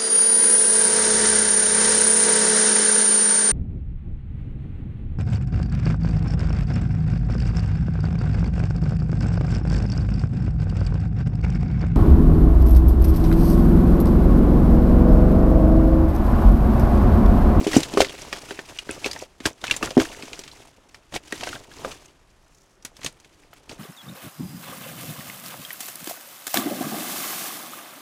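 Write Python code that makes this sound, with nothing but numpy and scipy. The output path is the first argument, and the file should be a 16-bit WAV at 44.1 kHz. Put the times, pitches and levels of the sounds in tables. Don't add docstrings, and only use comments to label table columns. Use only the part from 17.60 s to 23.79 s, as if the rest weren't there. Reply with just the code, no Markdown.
import sys
import numpy as np
from scipy import signal
from scipy.fft import rfft, irfft
from scipy.io import wavfile

SR = 44100
rng = np.random.default_rng(int(sys.argv[2]) if len(sys.argv) > 2 else 0)


def digitize_waveform(pressure):
    field = np.atleast_2d(pressure).T
    bounded = np.clip(field, -1, 1)
    quanta = np.round(bounded * 32767).astype(np.int16)
    wavfile.write(sys.argv[1], SR, quanta)


N = 272979


def undb(db):
    return 10 ** (np.asarray(db) / 20)


def level(x, db):
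    return x * undb(db) / np.sqrt(np.mean(x ** 2))


def colour(x, table):
    hz, db = np.transpose(table)
    f = np.maximum(np.fft.rfftfreq(len(x), 1 / SR), 1)
    return irfft(rfft(x) * undb(np.interp(np.log(f), np.log(hz), db)), len(x))


def fade(t, fade_s):
    return np.exp(-np.log(1000) * t / np.maximum(fade_s, .003))


def add(out, start_s, x):
    i = max(int(start_s * SR), 0)
    out[i:i + len(x)] += x[:N - i]


def crumbs(per_s, scatter_db, smear_s):
    chance, size = rng.random((N, 2)).T
    clicks = (chance < per_s / SR) * undb(-scatter_db * np.log(1 - size))
    tail = signal.lfilter([1], [1, -np.exp(-1 / (smear_s * SR))], clicks)
    return tail * rng.standard_normal(N)


# pitch_hz, relative_db
HUSH_TONE = [(12, -48), (20, 10), (277, -8.5), (377, -4.5), (422, -9), (759, -9.5), (1660, -15),
             (1810, -14.5), (1960, -17.5), (11800, -33), (16000, -71.5)]


def room_hush():
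    return level(colour(rng.standard_normal(N), HUSH_TONE), db=-58.5)


# pitch_hz, relative_db
PATTER_TONE = [(180, -27.5), (300, 1.5), (565, -22), (689, -12), (1060, -14.5), (2740, -10.5), (4230, -15),
               (6100, -14), (10200, -21.5), (16000, -35)]


def crumb_patter(powder_db=1.0, slip_db=2.42):
    patter = undb(powder_db) * rng.standard_normal(N)
    for hz in 500 * 2 ** np.arange(0, 5, .5):
        clicks = crumbs(per_s=5 * np.sqrt(hz), scatter_db=3, smear_s=0.05 / np.sqrt(hz))
        band = signal.butter(2, [hz, np.sqrt(2) * hz], "band", fs=SR, output="sos")
        patter += signal.sosfilt(band, level(clicks, 0))
    slips = np.repeat(rng.standard_normal(N // 500 + 1), 500)[:N]
    return level(colour(patter * undb(slip_db * slips), PATTER_TONE), 0)


# pitch_hz, relative_db, full_ring_s
TUB_NOTES = [(151, -13.5, 0.24), (188, -19.5, 0.063), (263.2, -3.5, 0.098), (322.5, -7, 0.16),
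             (399, -0.5, 0.081), (526.8, 1, 0.087), (620.3, 3, 0.066), (711.6, -1, 0.09), (902, -1.5, 0.05),
             (1300, -4.5, 0.029)]


def tub_rumble(ring_share=0.23, rock_db=-8.5):
    t = np.arange(int(.15 * SR)) / SR
    ring = sum((-1) ** k * undb(db) * np.sin(2 * np.pi * hz * t) * fade(t, ring_share * full_ring_s)
               for k, (hz, db, full_ring_s) in enumerate(TUB_NOTES))
    hits = crumbs(per_s=300, scatter_db=3.2, smear_s=.001)
    rumble = signal.fftconvolve(hits, ring)[:N]
    rocking = signal.lfilter(*signal.butter(2, 90, fs=SR), rng.standard_normal(N))
    return level(rumble, 0) + level(rocking, rock_db)


# time_s, level_db
TRICKLE_LEVELS = [(0.0, -39), (0.93, -44.5), (1.06, -48.5), (1.25, -50.5), (1.42, -83), (1.622, -43),
                  (1.68, -62.5), (1.97, -68), (2.04, -48.5), (2.34, -53), (2.49, -42.5), (3.03, -52),
                  (3.131, -61.5), (3.6, -67), (3.74, -43), (3.93, -38), (4.08, -63.5), (4.45, -51.5),
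                  (4.53, -64.5), (5.2, -72.5), (5.6, -61.5), (6.08, -69), (6.19, -59)]
# peak_s, level_db, build_s, release_s
HAND_SQUEEZES = [(0.172, -25.5, 0.27, 0.19), (0.42, -25, 0.17, 0.057), (1.108, -48, 0.11, 0.084),
                 (1.312, -39, 0.12, 0.53), (1.461, -36, 0.13, 0.34), (1.868, -29.5, 0.098, .11),
                 (2.13, -40, 0.37, 0.3), (2.248, -30.5, 0.11, 0.2), (2.411, -26, 0.099, 0.16),
                 (3.361, -59, 0.14, 0.1), (3.526, -44, 0.038, 0.15), (3.546, -36.5, 0.055, 0.046),
                 (3.564, -29.5, .05, 0.045), (3.636, -55, 0.016, .3), (4.308, -41, 0.88, 0.17),
                 (5.26, -61, .12, 0.28), (5.46, -41, 0.21, 0.16), (5.829, -61.5, 0.23, 0.18),
                 (5.96, -58.5, 0.2, 0.76), (6.117, -43, 0.089, 0.2)]


def crumbling_chalk(tub_trickle_db=-3, tub_squeeze_db=0.5):
    t = np.arange(N) / SR
    trickle = undb(np.interp(t, *np.transpose(TRICKLE_LEVELS)))
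    squeeze = sum(undb(db) * fade(np.abs(t - peak_s), np.where(t < peak_s, build_s, release_s))
                  for peak_s, db, build_s, release_s in HAND_SQUEEZES)
    shake = undb(tub_trickle_db) * trickle + undb(tub_squeeze_db) * squeeze
    return (trickle + squeeze) * crumb_patter() + shake * tub_rumble()


# start_s, level_db (peak before the bass cut), pitch_hz, ring_share (0 to 1)
FALLING_LUMPS = [(0.01, -13, 280, 0.63), (0.044, -31, 555, 0.45), (0.065, -6.5, 348, 0.6),
                 (0.075, -13, 395, 0.5), (0.134, -24.5, 320, 1), (0.164, 6, 228, 0.55),
                 (0.174, -7.5, 268, 0.67), (0.25, -34, 317, 0.7), (0.337, -17, 300, 0.76),
                 (0.371, -3.5, 395, 1), (0.403, 3, 660, 0.2), (0.416, -8.5, 440, 1),
                 (0.493, -29, 396, 0.65), (0.539, -31, 400, 0.9), (0.728, -24, 457, 0.66),
                 (0.909, -23, 386, 0.94), (0.988, -23.5, 405, 0.57), (1.292, -19, 352, 0.64),
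                 (1.46, -13.5, 420, 0.54), (1.561, -27, 940, 0.56), (1.623, -22, 546, 0.5),
                 (1.804, -27, 267, 0.4), (1.856, -11, 327, 0.5), (2.036, -34.5, 764, 0.7),
                 (2.22, -25, 305, 1), (2.229, -14, 326, 0.6), (2.308, -24, 540, 0.67), (2.368, 2, 290, 0.7),
                 (2.3762, 1, 330, 0.9), (2.399, -19.5, 318, 0.6), (2.632, -28, 246, 0.48),
                 (2.789, -29.5, 400, 0.56), (3.541, -27.5, 242, 0.6), (3.56, -25, 724, 0.55),
                 (3.726, -18.5, 358, 0.48), (3.83, -21, 790, 0.44), (3.87, -22.5, 674, 0.6),
                 (4.246, -19.5, 520, 0.87), (5.247, -33.5, 200, 0.35), (5.46, -26, 182, 0.5),
                 (6.095, -33.5, 277.6, 0.95)]


def lump_thumps(spread_octaves=0.36, bend_s=0.0005, delay_s=.0015, bass_cut_hz=140):
    out, t = np.zeros(N), np.arange(int(.2 * SR)) / SR
    hz, db, full_ring_s = (c[:, None] for c in np.transpose(TUB_NOTES))
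    for start_s, level_db, pitch_hz, ring_share in FALLING_LUMPS:
        nearness = 1 / (1 + (np.log2(hz / pitch_hz) / spread_octaves) ** 2) ** 1.2
        notes = nearness * undb(db) * np.sin(2 * np.pi * hz * t)
        ring = -np.sum(notes * fade(t, ring_share * full_ring_s), axis=0)
        ring *= 1 - np.exp(-t / bend_s)
        add(out, start_s + delay_s, undb(level_db) * ring / np.abs(ring).max())
    return signal.sosfilt(signal.butter(2, bass_cut_hz, "high", fs=SR, output="sos"), out)


# pitch_ratio (times the piece's pitch), relative_db
CHALK_NOTES = [(.86, -2.5), (1.0, 5.5), (1.13, -3), (1.289, -6), (1.38, -4), (1.61, -21.5), (1.998, -14.5)]
# start_s, level_db (peak), pitch_hz, ring_db (ring against crack)
SNAPPING_PIECES = [(0.0432, -25, 3480, -8), (0.0698, -17.5, 2940, -2), (0.132, -13, 1950, 3),
                   (0.167, -14, 5870, 21), (0.1658, -14.5, 7440, 10), (0.2038, -16, 4900, -5),
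                   (0.2317, -14, 3760, -1), (0.3378, -20.5, 3003, -16), (0.3736, -7.5, 1080, 2),
                   (0.405, -4.5, 3125, 0.5), (0.4163, -6, 2110, -1.5), (0.4463, -15.5, 2060, -1),
                   (0.4953, -25.5, 3270, 3), (0.618, -27.5, 5800, 7), (0.7277, -14, 1950, -4),
                   (0.771, -27, 3280, -4), (0.9078, -20.5, 1550, -2), (0.9909, -21, 1810, 3),
                   (1.1876, -16.5, 2870, 7.5), (1.291, -20.5, 1560, 8), (1.306, -26.5, 2550, 17),
                   (1.4439, -13, 2600, 10), (1.4603, -15, 2680, -2), (1.513, -18.5, 4740, 7),
                   (1.5315, -23.5, 5130, 4), (1.5617, -27.5, 1830, 11), (1.5903, -30, 5800, 2),
                   (1.8026, -28.5, 2120, -2), (1.8549, -7, 1620, 1), (1.86, -10.5, 5340, -17),
                   (2.015, -33.5, 3580, -7), (2.04, -14, 1500, -0.5), (2.0683, -19, 2920, -7),
                   (2.0797, -18.5, 2580, 8), (2.0984, -16.5, 1710, 2), (2.1108, -3, 2740, 5),
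                   (2.1397, -20, 1940, -1), (2.1644, -17, 7210, 4), (2.2273, -12, 1247, 1),
                   (2.2735, -21, 1410, 10), (2.306, -19, 2900, -6), (2.3762, -18, 1560, -1),
                   (2.3997, -11, 1610, -2.5), (2.6242, -22.5, 2600, -3), (2.7312, -22.5, 2480, 1),
                   (2.7918, -22, 5760, 2.5), (2.8367, -29.5, 2360, -15), (2.8777, -27.5, 2520, -14),
                   (2.9148, -34, 4080, 20), (3.3447, -31, 2100, -8.5), (3.5417, -24.5, 2390, -8),
                   (3.563, -20, 2260, 4), (3.724, -16.5, 1890, 6.5), (3.809, -21.5, 2260, -1),
                   (3.835, -17.5, 2670, 0), (3.8729, -25, 1540, 20), (3.889, -21.5, 3100, 2),
                   (3.929, -23, 1420, 7), (3.9581, -30, 1590, 12), (4.115, -38, 1660, 18),
                   (4.2472, -18.5, 1197, 7), (4.3151, -26, 2910, 1.5), (5.225, -40.5, 5760, 1.5),
                   (5.2494, -22.5, 6730, -1), (5.3669, -34, 5300, -4.5), (5.416, -32.5, 1625, -4),
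                   (5.432, -28, 3030, -20), (5.446, -16.5, 6430, 3), (5.4622, -11.5, 3640, -5),
                   (5.6, -39.5, 6050, -4), (5.6459, -39, 2555, -8), (5.9306, -34, 1270, -1),
                   (6.094, -28, 2655, -4.5)]


def chalk_snaps(base_ring_s=0.027, crack_s=0.02, dust_s=0.089, dust_db=-3):
    out, t = np.zeros(N), np.arange(int(.12 * SR)) / SR
    ratio, db = (c[:, None] for c in np.transpose(CHALK_NOTES))
    phases = 2 * np.pi * rng.random((len(SNAPPING_PIECES), len(CHALK_NOTES), 1))
    noises = rng.standard_normal((len(SNAPPING_PIECES), len(t)))
    rise = 1 - np.exp(-t / 0.00016)
    dull_top = signal.butter(2, 8000, fs=SR)
    for (start_s, level_db, pitch_hz, ring_db), phase, noise in zip(SNAPPING_PIECES, phases, noises):
        ring_s = base_ring_s * undb(0.23 * ring_db)
        hz = np.minimum(pitch_hz * ratio, SR / 2.5)
        notes = undb(db) * np.sin(2 * np.pi * hz * t + phase)
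        ring = np.sum(notes * fade(t, ring_s / ratio), axis=0)
        hiss = signal.lfilter(*dull_top, noise)
        wide_band = signal.iirpeak(pitch_hz, Q=1 / 3, fs=SR)
        rough = signal.lfilter(*wide_band, signal.lfilter(*wide_band, hiss))
        crack = level(rough, 0) * fade(t, crack_s)
        dust = level(rough + 0.71 * hiss, dust_db) * fade(t, dust_s)
        snap = rise * (undb(ring_db) * ring + crack + dust)
        add(out, start_s, undb(level_db) * snap / np.abs(snap).max())
    return out


def finger_rub(peak_s=5.0, swell_s=0.16, pitch_hz=5900, level_db=-64.5):
    t = np.arange(N) / SR
    clicks = crumbs(per_s=520, scatter_db=1.9, smear_s=0.0032)
    grit = signal.lfilter(*signal.iirpeak(pitch_hz, Q=3, fs=SR), clicks)
    return level(grit, level_db) * np.exp(-((t - peak_s) / swell_s) ** 2)


def scene():
    return (crumbling_chalk() + lump_thumps() + chalk_snaps() + finger_rub() + room_hush())[None]


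def record(dry):
    rounded = dry / (1 + dry ** 4) ** .25
    top_hz = 15900
    return signal.sosfilt(signal.ellip(10, .2, 70, top_hz, fs=SR, output="sos"), rounded)


dry = scene()
out = record(dry)
digitize_waveform(out)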